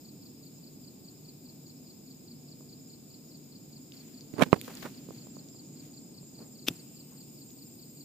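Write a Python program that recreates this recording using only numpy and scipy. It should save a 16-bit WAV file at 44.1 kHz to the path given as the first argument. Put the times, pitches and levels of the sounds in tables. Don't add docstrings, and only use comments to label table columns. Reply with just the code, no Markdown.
import sys
import numpy as np
from scipy import signal
from scipy.fft import rfft, irfft, next_fast_len
from scipy.io import wavfile

SR = 44100
rng = np.random.default_rng(int(sys.argv[2]) if len(sys.argv) > 2 else 0)


def store_pcm(level_fs):
    pcm = np.round(np.clip(level_fs, -1, 1) * 32767).astype(np.int16)
    wavfile.write(sys.argv[1], SR, np.atleast_2d(pcm).T)


N = 354563
TIME = np.arange(N) / SR


# start_s, period_s
CHIRP_RUNS = [(.041, .206), (.215, .2053), (2.267, .2072), (4.724, .2062), (5.927, .206), (7.963, .206)]
LONG_CHIRPS = [3.92, 4.13, 4.72, 5.14, 6.34, 6.55]

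def chirps():
    ends_s = [start_s for start_s, _ in CHIRP_RUNS[1:]] + [N / SR + 1]
    for (first_s, period_s), end_s in zip(CHIRP_RUNS, ends_s):
        for start_s in np.arange(first_s, end_s - period_s / 2, period_s):
            is_long = any(abs(start_s - long_s) < period_s / 2 for long_s in LONG_CHIRPS)
            yield start_s, 3 if is_long else 2


def near_cricket(level_db=-49.5, first_db=-3, spacing_s=0.0343, echo_db=-9, far_ear_db=-3):
    song = np.zeros(N)
    for start_s, count in chirps():
        for k in range(count):
            effort_db, detune = rng.normal(0, 0.9), rng.normal(1, 0.007)
            gain = from_db(level_db + first_db * (k == 0) + effort_db)
            add(song, start_s + k * spacing_s, gain * syllable(0.029, 5070 * detune, 3850 * detune))
    direct = np.stack([song, from_db(far_ear_db) * np.roll(song, 7)])
    return direct + from_db(echo_db) * scatter(song, t60_s=0.15)


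def syllable(length_s, start_hz, end_hz):
    progress = np.linspace(0, 1, int(length_s * SR))
    pitch_hz = start_hz + (end_hz - start_hz) * progress ** 1.274
    cycles = np.cumsum(pitch_hz) / SR + rng.random()
    return np.sin(np.pi * progress) ** 2 * np.sin(2 * np.pi * cycles)


# time_s, high_cricket_db, chorus_db, trill_db, buzz_db
INSECT_GAINS = [(0, -81.5, -64, -91.5, -67), (4.9, -74, -60.5, -84.5, -68.5), (5.3, -57, -59, -79.5, -70),
                (6.3, -60, -60.5, -71, -68.5), (7.0, -58.5, -61.5, -67, -64.5),
                (8.04, -60, -59.5, -66, -62.5)]

def insects():
    high_db, chorus_db, trill_db, buzz_db = in_time(INSECT_GAINS)
    far = far_crickets(chorus_db)
    crickets = near_cricket() + high_cricket(high_db + 5)
    return crickets + bush_cricket_trill(trill_db) + bush_cricket_buzz(buzz_db + 5) + far


def high_cricket(level_db, period_s=0.241, echo_db=-9):
    song = np.zeros(N)
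    for start_s in np.arange(0.18, N / SR, period_s):
        for delay_s in (0, 0.051):
            add(song, start_s + delay_s, syllable(0.044, 7520, 7220))
    song *= from_db(level_db)
    return song * pan(-5) + from_db(echo_db) * scatter(song, t60_s=0.192)


def bush_cricket_trill(level_db, rate_hz=42.8, spacing_s=0.007):
    trill, start_s = np.zeros(N), 0
    while start_s < N / SR:
        for k, accent_db in enumerate([0, -1, -9]):
            top_hz = rng.normal(8720, 130)
            gain = from_db(rng.normal(accent_db, 1.877))
            add(trill, start_s + k * spacing_s, gain * syllable(0.008, top_hz, top_hz - 900))
        start_s += rng.normal(1, 0.012) / rate_hz
    return from_db(level_db) * rms_one(trill) * pan(-1.189)


def bush_cricket_buzz(level_db, rate_hz=187.5, depth=0.4278):
    wing_hz = rate_hz * (1 + 0.006 * drift(3))
    beat = 1 + depth * np.sin(2 * np.pi * np.cumsum(wing_hz) / SR)
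    return from_db(level_db) * rms_one(beat) * band(14246, 1200) * pan(3.5)


def far_crickets(gain_db):
    far = from_db(gain_db - 2) * chorus(6900, 520, stroke_hz=50, flutter_db=2)
    far += from_db(gain_db - 3.5) * chorus(7270, 420, stroke_hz=50, flutter_db=2.5)
    far += from_db(-67) * chorus(5110, 406.3, stroke_hz=66, flutter_db=2)
    return far + from_db(-71) * band(4795, 1006) + from_db(-69.5) * band(8000, 800)


def chorus(pitch_hz, width_hz, stroke_hz, flutter_db):
    return rms_one(band(pitch_hz, width_hz) * from_db(flutter_db * drift(stroke_hz)))


# pitch_hz, gain_db, t60_s
CASE_MODES = [(181.8, -8, 0.0248), (365.4, -2, 0.0079), (580, -0.5, 0.00531), (1048.7, -5.5, 0.010968),
              (1210, -15, 0.017), (2486, -18, 0.02)]
# start_s, peak_db, lowpass_hz, pan_db
KNOCKS = [(2.608, -43, 800, -6), (4.389, -19.5, 400, -19.5), (4.4002, -15.5, 1400, -23.5),
          (4.409, -12.5, 1600, -18.5), (4.4165, -10, 2000, -24), (4.4236, -6, 326, -40),
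          (4.5295, 6, 1330, -19), (5.088, -31, 338, -8.5), (5.107, -29, 633, -21), (5.27, -37, 700, -14.5),
          (5.368, -32.5, 784, -24.5), (5.548, -45.5, 896, -17), (6.23, -40.5, 395.3, -12.5)]

def knocks():
    out, t = np.zeros((2, N)), TIME[:SR // 8]
    ring = sum(from_db(gain_db - 60 * t / t60_s) * np.sin(2 * np.pi * pitch_hz * t)
               for pitch_hz, gain_db, t60_s in CASE_MODES)
    for start_s, peak_db, lowpass_hz, pan_db in KNOCKS:
        knock = cut(cut(ring, lowpass_hz, "low"), 210, "high")
        add(out, start_s, from_db(peak_db) * knock / np.abs(knock).max() * pan(pan_db))
    return out


# peak_s, level_db, rise_s, fall_s, lowpass_hz, pan_db
RUBS = [(4.339, -30, 0.00342, 0.00644, 350, -16), (4.403, -25.5, 0.01584, 0.00704, 1190, -24),
        (4.416, -20.5, 0.00532, 0.00355, 1460, 3.5), (4.4223, -6, 0.0013, 0.0035, 2120, -28),
        (4.434, -17, 0.00097, .003, 2974, -7.5), (4.461, -33, 0.004, 0.017, 200, -20),
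        (4.543, -21.5, 0.0078, 0.0022, 1100, -24), (4.563, -33, 0.004, 0.00824, 600, -17),
        (4.679, -34, 0.0009, 0.0064, 1285, 3), (4.706, -46, 0.0182, 0.0221, 1590, -2),
        (4.775, -49.5, 0.038, 0.019, 4060, -17.5), (4.827, -35.5, 0.001654, 0.0085, 3800, 20),
        (4.857, -34, 0.01187, 0.01234, 1680, -4), (6.41, -49, 0.0163, 0.045, 750, -1.5),
        (7.12, -62.5, 0.0231, 0.074, 1410, 1.5)]

def rubs(hiss_db=-17, body_db=5):
    out = np.zeros((2, N))
    for peak_s, level_db, rise_s, fall_s, lowpass_hz, pan_db in RUBS:
        slips, swell, lead_s = friction(rise_s, fall_s, grain_db=7, spread=0.43)
        hiss = from_db(hiss_db) * cut(slips, 4 * lowpass_hz, "low", order=1)
        scrape = cut(slips, lowpass_hz, "low") + hiss
        body = from_db(body_db) * resonate(scrape, 250, 252.8)
        rub = cut((scrape + body) * swell, 110, "high")
        add(out, peak_s - lead_s, from_db(level_db) * rms_one(rub) * rms(swell) * pan(pan_db))
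    return out


# pitch_hz, width_hz, gain_db
LIGHTER_MODES = [(257, 58, 6), (1250, 434, -11), (2750, 670, 1), (3635, 640, 2), (5430, 980, -4),
                 (8820, 2600, -14.5), (13470, 3700, -11.5)]

def lighter(strike_s=6.684, spin_s=0.0172, rasp_db=-27, snap_db=-11.5):
    wheel, age_s = np.zeros((2, N)), TIME - strike_s
    for level_db, rise_s, fall_s in [(rasp_db, 0.009, 0.004), (snap_db, 0.0005, 0.0013)]:
        slips, swell, lead_s = friction(rise_s, fall_s, grain_db=1, spread=0.35)
        body = sum((-1) ** k * from_db(gain_db) * resonate(slips * swell, pitch_hz, width_hz)
                   for k, (pitch_hz, width_hz, gain_db) in enumerate(LIGHTER_MODES))
        add(wheel, strike_s - lead_s, from_db(level_db) * rms_one(cut(body, 104, "high")) * rms(swell))
    return wheel * (age_s > -spin_s) * pan(3.13) + ignition(age_s)


def ignition(age_s, gas_db=-52, puff_db=-38, puff_delay_s=0.0221, flame_db=-70):
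    jet = cut(rng.standard_normal((2, N)), 560, "high")
    gas = from_db(gas_db) * np.exp(-np.abs(age_s) / 0.105) * jet
    thump = rms_one(cut(resonate(rng.standard_normal(N), 192, 110), 524, "low"))
    puff = from_db(puff_db) * np.exp(-np.abs(age_s - puff_delay_s) / 0.0093) * thump
    flame = from_db(flame_db) * np.exp(-np.abs(age_s) / 0.74) * band(2680, 1105)
    return puff + (gas + flame) * (age_s > 0)


# peak_s, peak_db, pitch_hz
TWIG_TICKS = [(3.921, -34.5, 3310), (4.209, -35.5, 4150), (4.521, -35.5, 3000), (4.614, -25.5, 11750),
              (4.6135, -28, 3080), (4.646, -37, 4130), (4.752, -34, 6900), (4.772, -33, 4200),
              (5.487, -42.5, 4900), (7.505, -44, 4550)]

def twig_ticks(width_ratio=0.66):
    out = np.zeros((2, N))
    for peak_s, peak_db, pitch_hz in TWIG_TICKS:
        slips, swell, lead_s = friction(rise_s=0.0001, fall_s=0.00074, grain_db=4, spread=0.665)
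        crack = resonate(slips * swell, pitch_hz, width_ratio * pitch_hz, passes=2)
        add(out, peak_s - lead_s, from_db(peak_db) * crack / np.abs(crack).max())
    return out


# frequency_hz, density_db
SWISH_SPECTRUM = [(300, -30), (1000, -4.5), (2500, 2.5), (4500, 1.5), (7000, -1.5), (11000, -6), (15000, 4)]
# peak_s, level_db, rise_s, fall_s
SLEEVE_SWEEPS = [(3.94, -57.5, 0.012, 0.334), (4.44, -56, 0.069, .14), (4.66, -49, 0.089, 0.28),
                 (4.84, -47.5, 0.057, 0.067), (5.15, -58, .1, .25), (5.85, -59, 0.102, .06)]

def sleeve_swish(grain_db=1.5):
    power = sum((from_db(level_db) * envelope(TIME - peak_s, rise_s, fall_s)) ** 2
                for peak_s, level_db, rise_s, fall_s in SLEEVE_SWEEPS)
    return np.sqrt(power) * from_db(grain_db * drift(300)) * diffuse(SWISH_SPECTRUM)


# frequency_hz, density_db
RUMBLE_SPECTRUM = [(15, -53), (25, -26), (43, -21), (71, -21), (112, -8.5), (130, -6), (142, -2), (203, -5),
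                   (256, -0.5), (430, -14.5), (462, -15), (533, -20.5), (685, -23), (1800, -44.5),
                   (2340, -71.5), (3960, -120)]
# time_s, gain_db
RUMBLE_GAIN = [(0.0, -53), (4.05, -53.5), (4.61, -49.5), (5.08, -51), (7.05, -53.5), (7.75, -53.5),
               (8.04, -54.5)]

def distant_rumble(trim_db=1.6738, drone_hz=145, drone_db=-62):
    gain_db, = in_time(RUMBLE_GAIN)
    rumble = from_db(gain_db + trim_db) * diffuse(RUMBLE_SPECTRUM)
    drone = resonate(rng.standard_normal(N), drone_hz, width_hz=9, passes=2)
    return rumble + from_db(drone_db) * rms_one(drone)


# frequency_hz, density_db
AIR_SPECTRUM = [(1000, -4), (1900, -3.5), (2450, 5), (3100, 0), (3900, 6), (5000, 3), (5800, -12.5),
                (6600, 8.5), (9000, 1), (11000, -4), (12200, -4.5), (12800, 5.5), (13300, 2), (15000, -3)]

def night_air(level_db=-64):
    return from_db(level_db) * diffuse(AIR_SPECTRUM)


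# frequency_hz, correlation
STEREO_CORRELATION = [(30, .1), (150, 0.975), (500, 0.558), (2000, 0.076), (7000, 0.1594), (15000, 0.036)]

def diffuse(spectrum):
    size = next_fast_len(N)
    hz = np.arange(size // 2 + 1) * SR / size
    mid, side = rfft(rng.standard_normal((2, size))) * from_db(at_hz(spectrum, hz))
    correlation = at_hz(STEREO_CORRELATION, hz)
    stereo = np.sqrt(1 + correlation) * mid + np.sqrt(1 - correlation) * side * [[1], [-1]]
    return rms_one(irfft(stereo, size)[:, :N])


def scatter(x, t60_s):
    t = TIME[:SR // 2]
    tail = rng.standard_normal((2, len(t))) * from_db(-60 * t / t60_s)
    tail /= np.sqrt(np.sum(tail ** 2) / 2)
    return signal.fftconvolve(x[None], tail, axes=1)[:, :N]


def friction(rise_s, fall_s, grain_db, spread):
    t = np.arange(-int(5 * rise_s * SR), int(6 * fall_s * SR)) / SR
    noise = rng.standard_normal((2, len(t)))
    mid, side = rms_one(noise * from_db(grain_db * rng.standard_normal(len(t))))
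    return mid + spread * side * [[1], [-1]], envelope(t, rise_s, fall_s), -t[0]


def envelope(t, rise_s, fall_s):
    return np.exp(np.minimum(t / rise_s, -t / fall_s))


def band(hz, width_hz):
    return rms_one(resonate(rng.standard_normal((2, N)), hz, width_hz, passes=3))


def drift(rate_hz):
    knots = rng.standard_normal(int(N / SR * rate_hz) + 2)
    return rms_one(np.interp(TIME * rate_hz, np.arange(len(knots)), knots))


def resonate(x, hz, width_hz, passes=1):
    radius = np.exp(-np.pi * width_hz / SR)
    forward = np.array([1, 0, -1]) * (1 - radius ** 2) / 2
    feedback = [1, -2 * radius * np.cos(2 * np.pi * hz / SR), radius ** 2]
    for _ in range(passes):
        x = signal.lfilter(forward, feedback, x)
    return x


def cut(x, hz, kind, order=2):
    return signal.sosfilt(signal.butter(order, min(hz, SR / 2 - 1), kind, fs=SR, output="sos"), x)


def in_time(rows):
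    times_s, *columns = np.transpose(rows)
    return [np.interp(TIME, times_s, column) for column in columns]


def at_hz(points, hz):
    knots_hz, values = np.transpose(points)
    return np.interp(np.log(hz + 1), np.log(knots_hz), values)


def add(out, start_s, sound):
    offset = int(round(start_s * SR))
    first, end = max(offset, 0), min(offset + sound.shape[-1], N)
    if end > first:
        out[..., first:end] += sound[..., first - offset:end - offset]


def pan(db):
    return from_db([[min(db, 0)], [min(-db, 0)]])


def from_db(db):
    return 10 ** (np.asarray(db) / 20)


def rms(x):
    return np.sqrt(np.mean(x ** 2) + 1e-20)


def rms_one(x):
    return x / rms(x)


def scene():
    background = distant_rumble() + night_air()
    return insects() + knocks() + rubs() + sleeve_swish() + twig_ticks() + lighter() + background


def record(dry, ceiling=0.95, cutoff_hz=15100):
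    lowpass = signal.ellip(10, 0.1, 70, cutoff_hz, fs=SR, output="sos")
    return signal.sosfilt(lowpass, np.clip(dry, -ceiling, ceiling))


dry = scene()
out = record(dry)
store_pcm(out)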